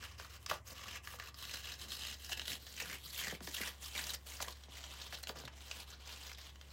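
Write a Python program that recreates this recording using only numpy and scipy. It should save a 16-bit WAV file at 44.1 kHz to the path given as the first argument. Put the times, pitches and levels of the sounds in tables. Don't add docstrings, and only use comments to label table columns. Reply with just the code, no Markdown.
import sys
import numpy as np
from scipy import signal
from scipy.fft import rfft, irfft, next_fast_len
from scipy.io import wavfile
from scipy.ndimage import uniform_filter1d

SR = 44100
rng = np.random.default_rng(int(sys.argv[2]) if len(sys.argv) > 2 else 0)


def how_loud(loudness_db):
    steps = np.asarray(loudness_db, float) / 20
    return 10 ** steps


def unload_audio(sound):
    columns = np.transpose(np.atleast_2d(sound))
    steps = np.round(np.clip(columns, -1, 1) * 32767)
    wavfile.write(sys.argv[1], SR, steps.astype(np.int16))


N = 296352
STEP = 16

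# pitch_hz, density_db (per Hz)
PAPER_COLOUR = [(110, 12.5), (150, 1), (280, -5.5), (500, -2.5), (800, -4.5), (1260, 0), (1700, -2),
                (2400, -2), (3800, -1), (6500, -2.5), (9000, -6), (13000, -8.5), (16000, -9)]
# time_s, pitch_hz, whole_sheet_db (share that moves along)
LOOSE_STRIP = [(0, 2360, 7), (.55, 2700, 8), (1.2, 2600, 10), (1.45, 3430, 4.5), (1.7, 3040, 5.5),
               (1.93, 4230, 2), (2.3, 3170, 0), (2.7, 3960, 3), (2.92, 2290, 4), (3.08, 4300, 1),
               (3.32, 2000, 9), (3.46, 5300, -6), (3.6, 2600, 11.5), (3.8, 3380, 10.5), (3.97, 2770, 10),
               (4.3, 3520, 11.5), (5.3, 3400, 11.5), (6.72, 3150, 10.5)]


def fibres(per_s, spread_db, clump_db, patchy_db, rustle, strip_db):
    effort_db, bright_db = hands()
    bend_db = bending()
    strip_hz, sheet_db = np.array(in_time(LOOSE_STRIP))[:, ::STEP]
    flex_db = bend_db - 0.1 * effort_db
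    body_db = sheet_db + 0.39 * bend_db - 0.16 * effort_db
    shift = [flex_db - flex_db.mean(), body_db - body_db.mean(), 0 * flex_db, bright_db - bright_db.mean()]

    sizes = how_loud(spread_db * np.minimum(rng.exponential(1, N), 4)) * rng.choice([-1, 1], N)
    clicks = sizes * (rng.random(N) < per_s / SR)
    source = rms_one(clicks) + rustle * rng.standard_normal(N)
    clumps_db = clump_db * (jitter(120.0) + 0.061 * jitter(320))
    flicker = [jitter(14.0) + 0.76 * drift(3.7)[::STEP] for k in range(5)]

    out, power = 0, 0
    for k, (hz, band) in enumerate(bands([source, -source])):
        place = np.interp(np.log(hz), np.log([320, 900, 2000, 5500, 9000]), [0, 1, 2, 2, 3])
        low = min(int(place), 2)
        colour_db = shift[low] + (place - low) * (shift[low + 1] - shift[low])
        colour_db += strip_db * np.exp(-(np.log(hz / strip_hz) / .24) ** 2)
        gain = how_loud(at_hz(PAPER_COLOUR, hz) + colour_db + clumps_db + patchy_db * flicker[k % 5])
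        out = out + np.interp(np.arange(N) / STEP, np.arange(len(gain)), gain * how_loud(effort_db)) * band
        power += np.mean(gain ** 2) * np.mean(band ** 2)
    return how_loud(-3.0) * out / np.sqrt(power)


# start_s, length_s, effort_db, swell_db (start to end), brightness_db (of the fibres)
RIPS = [(.012, 0.045, -48, 4.5, -8), (.51, 0.059, -48, -10.5, -4), (.87, 0.097, -49, 3, -8),
        (1.4, 0.21, -51.5, 0, -2), (1.635, 0.11, -50, 0.5, -5.5), (1.79, 0.053, -49.5, 4, -2),
        (1.89, 0.08, -50, 4.5, 0), (1.99, 0.15, -46.5, 3.5, -6), (2.297, 0.02, -50, 4, 8),
        (2.37, 0.15, -55, -7, -2.5), (2.504, 0.061, -47, -5.5, -1), (2.76, 0.2, -49, 2.5, -3),
        (3.13, 0.083, -44.5, 8, 1), (3.23, 0.13, -47.5, -10.5, -3), (3.53, 0.16, -45, 2.5, -1.5),
        (3.815, 0.072, -50.5, 4, 2), (3.91, 0.077, -46.5, 10.5, -2.5), (3.99, 0.13, -46.5, 1, 1),
        (4.27, 0.12, -53, -3.5, 1.5), (4.4, 0.11, -56, 8, 2), (5.11, 0.066, -53.5, -5, -3),
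        (6.07, 0.24, -51.5, -0.5, -5)]
# start_s, length_s, effort_db, swell_db
# (start to end), brightness_db (of the fibres)
RUSTLES = [(.08, 0.074, -56.5, -7, -8), (.185, 0.089, -54.5, -6, -4.5), (.3, 0.069, -55, 2, -4),
           (.66, 0.063, -55, 6.5, 3), (.75, 0.092, -52.5, 4.5, -7), (1.04, 0.12, -54, 3.5, 1),
           (1.19, 0.1, -54, 0, -6), (1.345, 0.047, -61, 17, 0), (2.2, 0.084, -54, -2, -1),
           (2.6, 0.14, -53.5, 7.5, -1), (3.04, 0.061, -51.5, 4, 0), (3.43, 0.088, -51.5, -1, 2.5),
           (4.55, 0.11, -60.5, -3, -3.5), (4.7, 0.082, -53, 11.5, -5.5), (4.8, 0.28, -52, 4.5, -6),
           (5.2, 0.019, -58, -15, 1), (5.283, 0.028, -54.5, -4, 4), (5.36, 0.096, -55, -4.5, -5.5),
           (5.56, 0.16, -56, 5, -3.5), (5.72, 0.11, -51.5, 2.5, -3), (5.875, 0.039, -55, 4, -6),
           (6.0, 0.16, -57.5, 3, -10), (6.38, 0.12, -54, -1, -7), (6.52, .2, -63, 7, -5),
           (0.4, 0.047, -63, 3, 1), (2.165, .03, -63, 2, 2), (2.985, 0.053, -59.5, 2, 0),
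           (3.708, 0.096, -59.5, -9, -3), (4.18, 0.064, -66.5, 1, 2), (4.663, 0.033, -69, 19, -16),
           (5.513, 0.025, -64, 12, -13), (5.928, 0.053, -60.5, -7, -12), (1.752, 0.028, -63, -7, -2),
           (2.48, 0.012, -45, -10, 2), (1.854, 0.041, -58.5, 2, -4)]
SURGES = [
    (.49, 0.008, -41.5, 13, -4),
    (1.537, 0.0087, -45, 9, -5),
    (2.326, 0.011, -41.5, -11, -8.5),
    (3.543, 0.0072, -45.5, 5, 12),
    (4.13, 0.018, -44.5, 18.5, 1.5),
    (4.418, 0.0097, -42.5, 15, 3),
    (5.137, 0.011, -39.5, 3, -8),
    (5.226, 0.0059, -57.5, 21, 6),
]


def hands():
    t = np.arange(0, N, STEP) / SR
    power, bright = how_loud(2 * -96), 0
    # moves, rise in dB per s, fall in dB per s
    kinds = (RIPS, 900, 554), (RUSTLES, 1102, 700), (SURGES, 900, 3000)
    for rows, rise, fall in kinds:
        for s, length, effort_db, swell_db, bright_db in rows:
            db = effort_db + swell_db * (np.clip((t - s) / length, 0, 1) - .5)
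            outside_db = rise * np.maximum(s - t, 0) + fall * np.maximum(t - s - length, 0)
            move = how_loud(2 * (db - outside_db))
            power = power + move
            bright = bright + move * bright_db
    return 10 * np.log10(power), bright / power


# middle_s, half_length_s, gain_db
BENDS = [(0.556, 0.068, 10.5), (0.722, 0.018, 13), (1.864, 0.022, 17.5), (2.385, 0.043, 10.5),
         (2.538, 0.087, 8.5), (2.895, 0.11, 10.5), (3.31, 0.066, 9), (3.653, 0.073, 2), (4.013, 0.07, 5.5),
         (4.477, 0.063, 8), (5.395, 0.09, 14), (5.3, 0.025, 12), (5.776, 0.036, 5)]


def bending():
    t = np.arange(0, N, STEP) / SR
    return sum(gain_db * np.exp(-((t - s) / half) ** 2) for s, half, gain_db in BENDS)


# middle_s, level_db (rms), pitch_hz
SLIPS = [(0.0396, -47, 1820), (0.0483, -50, 1570), (0.3622, -54, 2900), (0.5419, -53, 1220),
         (0.5523, -64, 1190), (0.6764, -50, 6030), (0.7068, -51, 4300), (0.7806, -49, 2900),
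         (0.807, -60, 2800), (0.8395, -54, 2790), (0.8592, -50.5, 1300), (0.8848, -43, 2700),
         (0.9115, -46.6, 3490), (0.931, -49.5, 2740), (0.9465, -66, 2890), (0.9587, -44, 2110),
         (0.9725, -46, 2700), (1.1376, -55, 1230), (1.1882, -52.9, 1330), (1.2256, -49.1, 1780),
         (1.2388, -53, 2830), (1.2736, -48.7, 2620), (1.2843, -53, 1240), (1.3878, -50.5, 4070),
         (1.4134, -50.2, 3850), (1.4266, -49.1, 4930), (1.4415, -47.5, 2550), (1.4745, -53, 3960),
         (1.4869, -49.4, 3980), (1.4959, -44.5, 2410), (1.5132, -43.5, 3840), (1.5398, -43.5, 4870),
         (1.558, -44, 4030), (1.5721, -44.4, 2630), (1.589, -55, 2780), (1.6077, -56, 2700),
         (1.6264, -56, 2780), (1.6442, -48, 2710), (1.6569, -44, 3560), (1.6724, -44, 2680),
         (1.6906, -46, 2720), (1.7207, -42.5, 3660), (1.7391, -50, 4820), (1.7552, -56, 5500),
         (1.8166, -44.5, 3960), (1.9059, -44.5, 3770), (1.921, -37, 3400), (1.9663, -56, 4400),
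         (1.9943, -48, 3950), (2.0203, -42.5, 3700), (2.0357, -42, 3040), (2.0527, -42.1, 2930),
         (2.07, -41, 3900), (2.0852, -43.9, 2900), (2.0964, -47, 3170), (2.1098, -51, 3820),
         (2.129, -50, 3120), (2.145, -54, 3030),
         (2.2226, -52, 7800), (2.248, -45.5, 5360), (2.2636, -48, 4660), (2.2963, -47, 3900),
                (2.3308, -37, 2970), (2.351, -54, 3490), (2.3748, -42, 2730), (2.4572, -41.5, 3340),
                (2.474, -47, 3450), (2.5029, -40, 3530), (2.519, -39, 2420), (2.5328, -40.5, 5000),
                (2.726, -55, 6100), (2.7663, -47, 5800), (2.7786, -42, 2470), (2.803, -34, 2260),
                (2.825, -40.5, 5800), (2.8389, -55, 2610), (2.8493, -50, 1750), (2.8583, -45.7, 1450),
                (2.8758, -50, 1790), (2.8994, -41, 1970), (2.914, -45, 1930), (2.9301, -40, 2000),
                (2.9413, -45, 2000), (2.9559, -50, 2000), (2.985, -53.5, 2720), (3.106, -47.5, 4230),
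                (3.163, -46, 2630), (3.1764, -48, 2860), (3.1905, -39.5, 2580), (3.2144, -42, 1720),
                (3.2472, -41, 2020), (3.2597, -62, 1940), (3.2729, -39.7, 1900), (3.2834, -36.5, 1830),
                (3.3003, -41.5, 3160), (3.311, -41.5, 1830), (3.3247, -51, 1230), (3.3512, -46, 2270),
                (3.51, -52, 5150), (3.5456, -36.6, 3130), (3.558, -50, 3250), (3.5682, -37.5, 3210),
                (3.583, -41.5, 2020), (3.6151, -35.5, 2260), (3.6358, -38, 2090), (3.661, -42.5, 3060),
                (3.6758, -42, 2100), (3.6898, -49, 3000),
         (3.825, -49, 6100), (3.849, -46.5, 4370), (3.8603, -44, 4960), (3.885, -50.1, 4200),
              (3.9131, -54, 3700), (3.936, -50.0, 4350), (3.9795, -37, 3520), (3.9911, -38, 1800),
              (4.0418, -39, 4130), (4.0695, -41.5, 5730), (4.0952, -37, 3900), (4.105, -37.5, 3630),
              (4.147, -43, 4770), (4.2879, -50.4, 3800), (4.3006, -49.7, 6300), (4.3227, -47, 2320),
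              (4.339, -48, 5700), (4.3693, -48, 4730), (4.3927, -51.8, 1850), (4.415, -42, 4670),
              (4.4488, -46, 1900), (4.5252, -48, 4110), (4.7576, -55, 3580), (4.772, -49.5, 1860),
              (4.9394, -49.5, 1330), (4.9734, -54, 3400), (5.1745, -49.5, 4000), (5.1865, -52.4, 1420),
              (5.3715, -56, 3840), (5.3877, -49.2, 4500), (5.4016, -51, 4960), (5.453, -45, 3570),
              (5.8027, -46, 4180), (5.9047, -50, 5800), (6.1273, -48.6, 4070), (6.234, -50.6, 4240),
              (6.2965, -47.5, 2390), (6.332, -48, 4820), (6.3497, -50.5, 3540), (6.3865, -53, 2240),
              (6.4146, -53.3, 4850),
         (1.931, -46, 4240), (1.94, -46, 4140), (1.953, -43, 4180), (2.011, -45, 2980),
               (3.2, -41, 3200), (3.227, -42, 2500), (3.239, -40, 2400), (3.625, -44, 2000),
               (3.963, -39.5, 2200), (4.003, -45, 1980), (4.013, -45, 4000), (4.078, -49, 5500),
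               (4.117, -51, 5000), (4.138, -39, 5800), (3.445, -51, 5200), (3.489, -48, 6000),
               (1.7, -48, 2900), (2.814, -41, 2600)]


def slips():
    rise_s, fall_s, grains_per_s = .003, .0045, 9000
    ring_width = 0.27
    lead = SR // 100
    out, t = np.zeros(N + SR), np.arange(-lead, 4 * lead) / SR
    events = SLIPS
    draws = rng.random((len(events), len(t)))
    grains = rng.standard_normal(draws.shape) * (0.27 + 2 * (draws < grains_per_s / SR))
    swell = np.where(t < 0, np.exp(-(t / rise_s) ** 2), np.exp(-abs(t) / fall_s))
    bursts = grains * swell
    broad = rms_one(band_pass(bursts, 1300, 7000))
    top = 0
    for low_hz, high_hz in [(10200, 12000), (13200, 14300)]:
        patch_gain = how_loud(4.5 * rng.standard_normal((len(events), 1)))
        top = top + patch_gain * band_pass(bursts, low_hz, high_hz)
    top = rms_one(top)
    for (s, rms_db, hz), burst, wide, crisp in zip(events, bursts, broad, top):
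        rung = resonance(resonance(burst, hz, 2 * ring_width * hz), hz, ring_width * hz)
        body = rms_one(rms_one(rung) + wide)
        at = round(s * SR)
        out[at:at + len(t)] += how_loud(rms_db - 10) * (body + how_loud(-12) * crisp)
    return out[lead:lead + N] * np.sqrt(np.mean(swell ** 2)) * 2.92


# start_s, level_db (peak), pitch_hz
CRACKS = [(.4619, -25, 5070), (.4996, -22, 3500), (.5112, -27, 1140), (1.073, -27, 1800),
          (1.1985, -27, 1680), (1.4521, -27.5, 3970), (2.4803, -22, 3370), (3.4055, -37, 1580),
          (4.424, -41, 1810), (4.4822, -27.5, 1070), (4.506, -36, 4300), (4.555, -46, 4000),
          (5.1512, -29, 3400), (5.236, -28.5, 4300), (5.271, -25.5, 2760), (5.2925, -24.5, 3700),
          (6.316, -31.5, 2180), (6.3749, -38, 3400), (6.6122, -37, 3200), (5.607, -36, 3500),
          (6.06, -40, 5000), (6.075, -34.5, 5000), (6.267, -36, 5000), (6.557, -42, 2900),
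          (6.705, -43.5, 4000), (3.2699, -31, 1830), (1.5373, -50, 5150), (2.1275, -37, 2920),
          (2.3195, -27, 2910), (2.3954, -24, 2750), (4.4265, -32.5, 3700), (2.2946, -33, 4700)]
SPLITS = [(.197, -33, 1640), (.2468, -35.5, 1180), (1.3429, -37, 4400), (2.3955, -31.5, 2840),
          (2.4167, -27.5, 3430), (2.667, -34.5, 3440), (3.473, -27, 1720), (4.4038, -27.5, 1110),
          (4.636, -37.5, 3500), (5.1251, -35, 1750), (5.4795, -33, 2550), (5.7124, -25, 2940)]
CRACKLES = [
    (.026, -36, 1670),
    (.6677, -42, 4960),
    (2.3198, -40, 2970),
    (3.9499, -28.5, 2400),
    (4.8393, -31.5, 3300),
    (5.015, -32.5, 3580),
    (5.3591, -40, 1140),
    (6.0918, -32, 2820),
]


def snaps():
    out, t = np.zeros(N + SR), np.arange(SR // 12) / SR
    # events, crisp top in dB, decay by 60 dB in s
    kinds = (CRACKS, -8, .017), (SPLITS, -13, .032), (CRACKLES, -9, .07)
    high = signal.butter(2, 7000, "high", fs=SR, output="sos")
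    for rows, top_db, decay_s in kinds:
        for s, peak_db, hz in rows:
            burst = rng.standard_normal(len(t)) * how_loud(-60 * t / decay_s) * np.minimum(t / 0.0001, 1)
            fold = rms_one(resonance(burst, hz, .18 * hz))
            body = .9 * fold + rms_one(band_pass(burst, 700, 6500))
            crisp = signal.sosfilt(high, burst)
            snap = body / abs(body).max() + how_loud(top_db) * crisp / abs(crisp).max()
            at = round(s * SR)
            out[at:at + len(t)] += how_loud(peak_db - 4.5) * snap
    return out[:N]


# start_s, level_db (peak), pitch_hz (the sweep ends at 0.78 of it)
KNOCKS = [(0.194, -49.5, 485), (0.511, -27.5, 699), (1.136, -46.5, 613), (2.292, -43.5, 780),
          (2.368, -57, 614), (2.816, -43.5, 540), (3.269, -50, 250), (3.322, -44, 206), (3.405, -46.5, 222),
          (3.472, -44.5, 360), (3.602, -44.5, 242), (3.954, -56, 258), (4.401, -37, 678), (4.473, -44, 720),
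          (4.682, -57, 185), (5.124, -40.5, 708), (5.294, -38, 520), (5.355, -50.5, 367), (5.435, -50, 156),
          (5.476, -38, 990)]


def knocks():
    out, t = np.zeros(N + SR), np.arange(SR // 8) / SR
    for s, peak_db, hz in KNOCKS:
        sweep_hz = 0.781 * hz + 2600 * np.exp(-t / 0.002573)
        swell = np.minimum(0.17 + t / .005, 1)
        wave = np.sin(2 * np.pi * np.cumsum(sweep_hz) / SR) * swell * how_loud(-60 * t * hz / 30.0)
        rattle = rms_one(resonance(rng.standard_normal(len(t)), .5 * hz, hz))
        at = round(s * SR)
        out[at:at + len(t)] += how_loud(peak_db + 2.5) * wave * (1 + .5 * rattle)
    return out[:N]


# time_s, delay_ms, strength (0-1)
LIFTED_STRIP = [
    (0, .87, .25),
    (1.2, .87, .25),
    (1.4, .87, .5),
    (2.3, .87, .5),
    (2.9, .8, .15),
    (6.72, .85, .15),
]
# pitch_hz, width_hz, share (added)
HOLLOWS = [
    (878, 14, -1.37),
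    (1140, 34, 0.31),
    (1800, 6.2, -0.098),
    (1876, 24, -1.1),
    (2700, 79, 0.094),
    (4820, 41, 0.77),
]


def desk(x):
    delay_ms, strength = in_time(LIFTED_STRIP)
    dull = signal.sosfiltfilt(signal.butter(1, 5500, fs=SR, output="sos"), x)
    x = x - strength * np.interp(np.arange(N) - np.round(delay_ms * SR / 1000), np.arange(N), dull)
    lag = round(0.0042 * SR)
    x = x + 0.11 * np.concatenate([np.zeros(lag), x[:-lag]])
    cupped = 2.07 / (1 + np.exp(14.0 * (np.arange(N) / SR - 2.21)))
    x = x + cupped * resonance(x, 1140, 140)
    return x + sum(share * resonance(x, hz, width_hz) for hz, width_hz, share in HOLLOWS)


def room(x):
    t60_s, wall_cut_hz = 0.19, 6100
    size = next_fast_len(N + SR)
    hz = np.fft.rfftfreq(size, 1 / SR)
    answer = 0
    for k, lag_s in enumerate(rng.uniform(0.0073, 0.026, 10)):
        loop = how_loud(-60 * lag_s / t60_s) / (1 + 1j * hz / wall_cut_hz) * np.exp(-2j * np.pi * hz * lag_s)
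        answer = answer + (-1) ** k * loop / (1 - loop)
    return irfft(rfft(x, size) * answer, size)[:N]


# time_s, level_db
MOTOR_LEVEL = [
    (0, -57),
    (.6, -60.5),
    (2.38, -56),
    (2.79, -60),
    (3.9, -55.5),
    (4.7, -55.5),
    (5.1, -57.5),
    (6.72, -56),
]
MOTOR_HZ = [68.6, 88.0, 111.2]


def motor():
    t = np.arange(N) / SR
    levels = in_time(MOTOR_LEVEL) + [-61 - 3.5 * t, -68.5 - 1.5 * t]
    out = 0
    for hz, db in zip(MOTOR_HZ, levels):
        level = np.sqrt(2) * how_loud(db + 0.66 * drift(9.0))
        out = out + level * np.sin(2 * np.pi * hz * t + 0.26 * drift(2.2))
    return out


# pitch_hz, density_db (per Hz)
AIR_COLOUR = [(15, -31), (25, 1), (111, -2.5), (242, -12), (911, -20), (1100, -15), (1440, -39),
              (1940, -19), (2110, -20.5), (4870, -57), (5280, -33), (7510, -30.5), (16000, -41.5)]


def air():
    size = next_fast_len(N)
    hz = np.maximum(np.fft.rfftfreq(size, 1 / SR), 1)
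    shape = how_loud(at_hz(AIR_COLOUR, hz) - 2.1 * (hz < 130))
    noise = irfft(rfft(rng.standard_normal(size)) * shape, size)[:N]
    return how_loud(-68.5) * noise / np.sqrt(np.mean(shape ** 2 * (hz > 150)))


def rms_one(x):
    return x / np.sqrt(np.mean(x ** 2) + 1e-20)


def in_time(rows):
    s, *columns = np.transpose(rows)
    return [np.interp(np.arange(N) / SR, s, c) for c in columns]


def at_hz(points, hz):
    points_hz, db = np.transpose(points)
    return np.interp(np.log(hz), np.log(points_hz), db)


def resonance(x, hz, width_hz):
    r = np.exp(-np.pi * width_hz / SR)
    ring = [1, -2 * r * np.cos(2 * np.pi * hz / SR), r * r]
    return signal.lfilter(np.array([1, 0, -1]) * (1 - r * r) / 2, ring, x)


def band_pass(x, low_hz, high_hz):
    return signal.sosfilt(signal.butter(2, [low_hz, high_hz], "band", fs=SR, output="sos"), x)


def bands(x):
    edges_hz = 120 * 2 ** np.arange(0, 7.5, 1 / 3)
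    for k, (low, high) in enumerate(zip(edges_hz, edges_hz[1:])):
        yield np.sqrt(low * high), band_pass(x[k % 2], low, high)


def chance(rate_hz, length, settle):
    r = np.exp(-2 * np.pi * rate_hz * STEP / SR)
    return signal.lfilter([1], [1, -2 * r, r * r], rng.standard_normal(length + settle))[settle:]


def drift(rate_hz):
    slow = rms_one(chance(rate_hz, N // STEP + 1, 3000))
    return np.interp(np.arange(N) / STEP, np.arange(len(slow)), slow)


def jitter(rate_hz):
    fast = chance(rate_hz, -(-N // STEP), 1000)
    return rms_one(fast - uniform_filter1d(fast, size=SR // STEP // 20))


def scene():
    tearing = fibres(per_s=5500, spread_db=4.0, clump_db=1.0, patchy_db=2.4, rustle=.6, strip_db=6.0)
    paper = desk(tearing + snaps() + knocks() + slips())
    return (paper + how_loud(-15) * room(paper) + motor() + air())[None]


def top_cut(x):
    return signal.sosfilt(signal.butter(12, 16640, fs=SR, output="sos"), x)


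def record(dry):
    x = signal.sosfilt(signal.butter(4, 50.3, "high", fs=SR, output="sos"), dry)
    x = signal.sosfilt(signal.ellip(12, .5, 62, 15870, fs=SR, output="sos"), x)
    x = x - .45 * resonance(x, 9300, 1600)
    return top_cut(x)


dry = scene()
out = record(dry)
unload_audio(out)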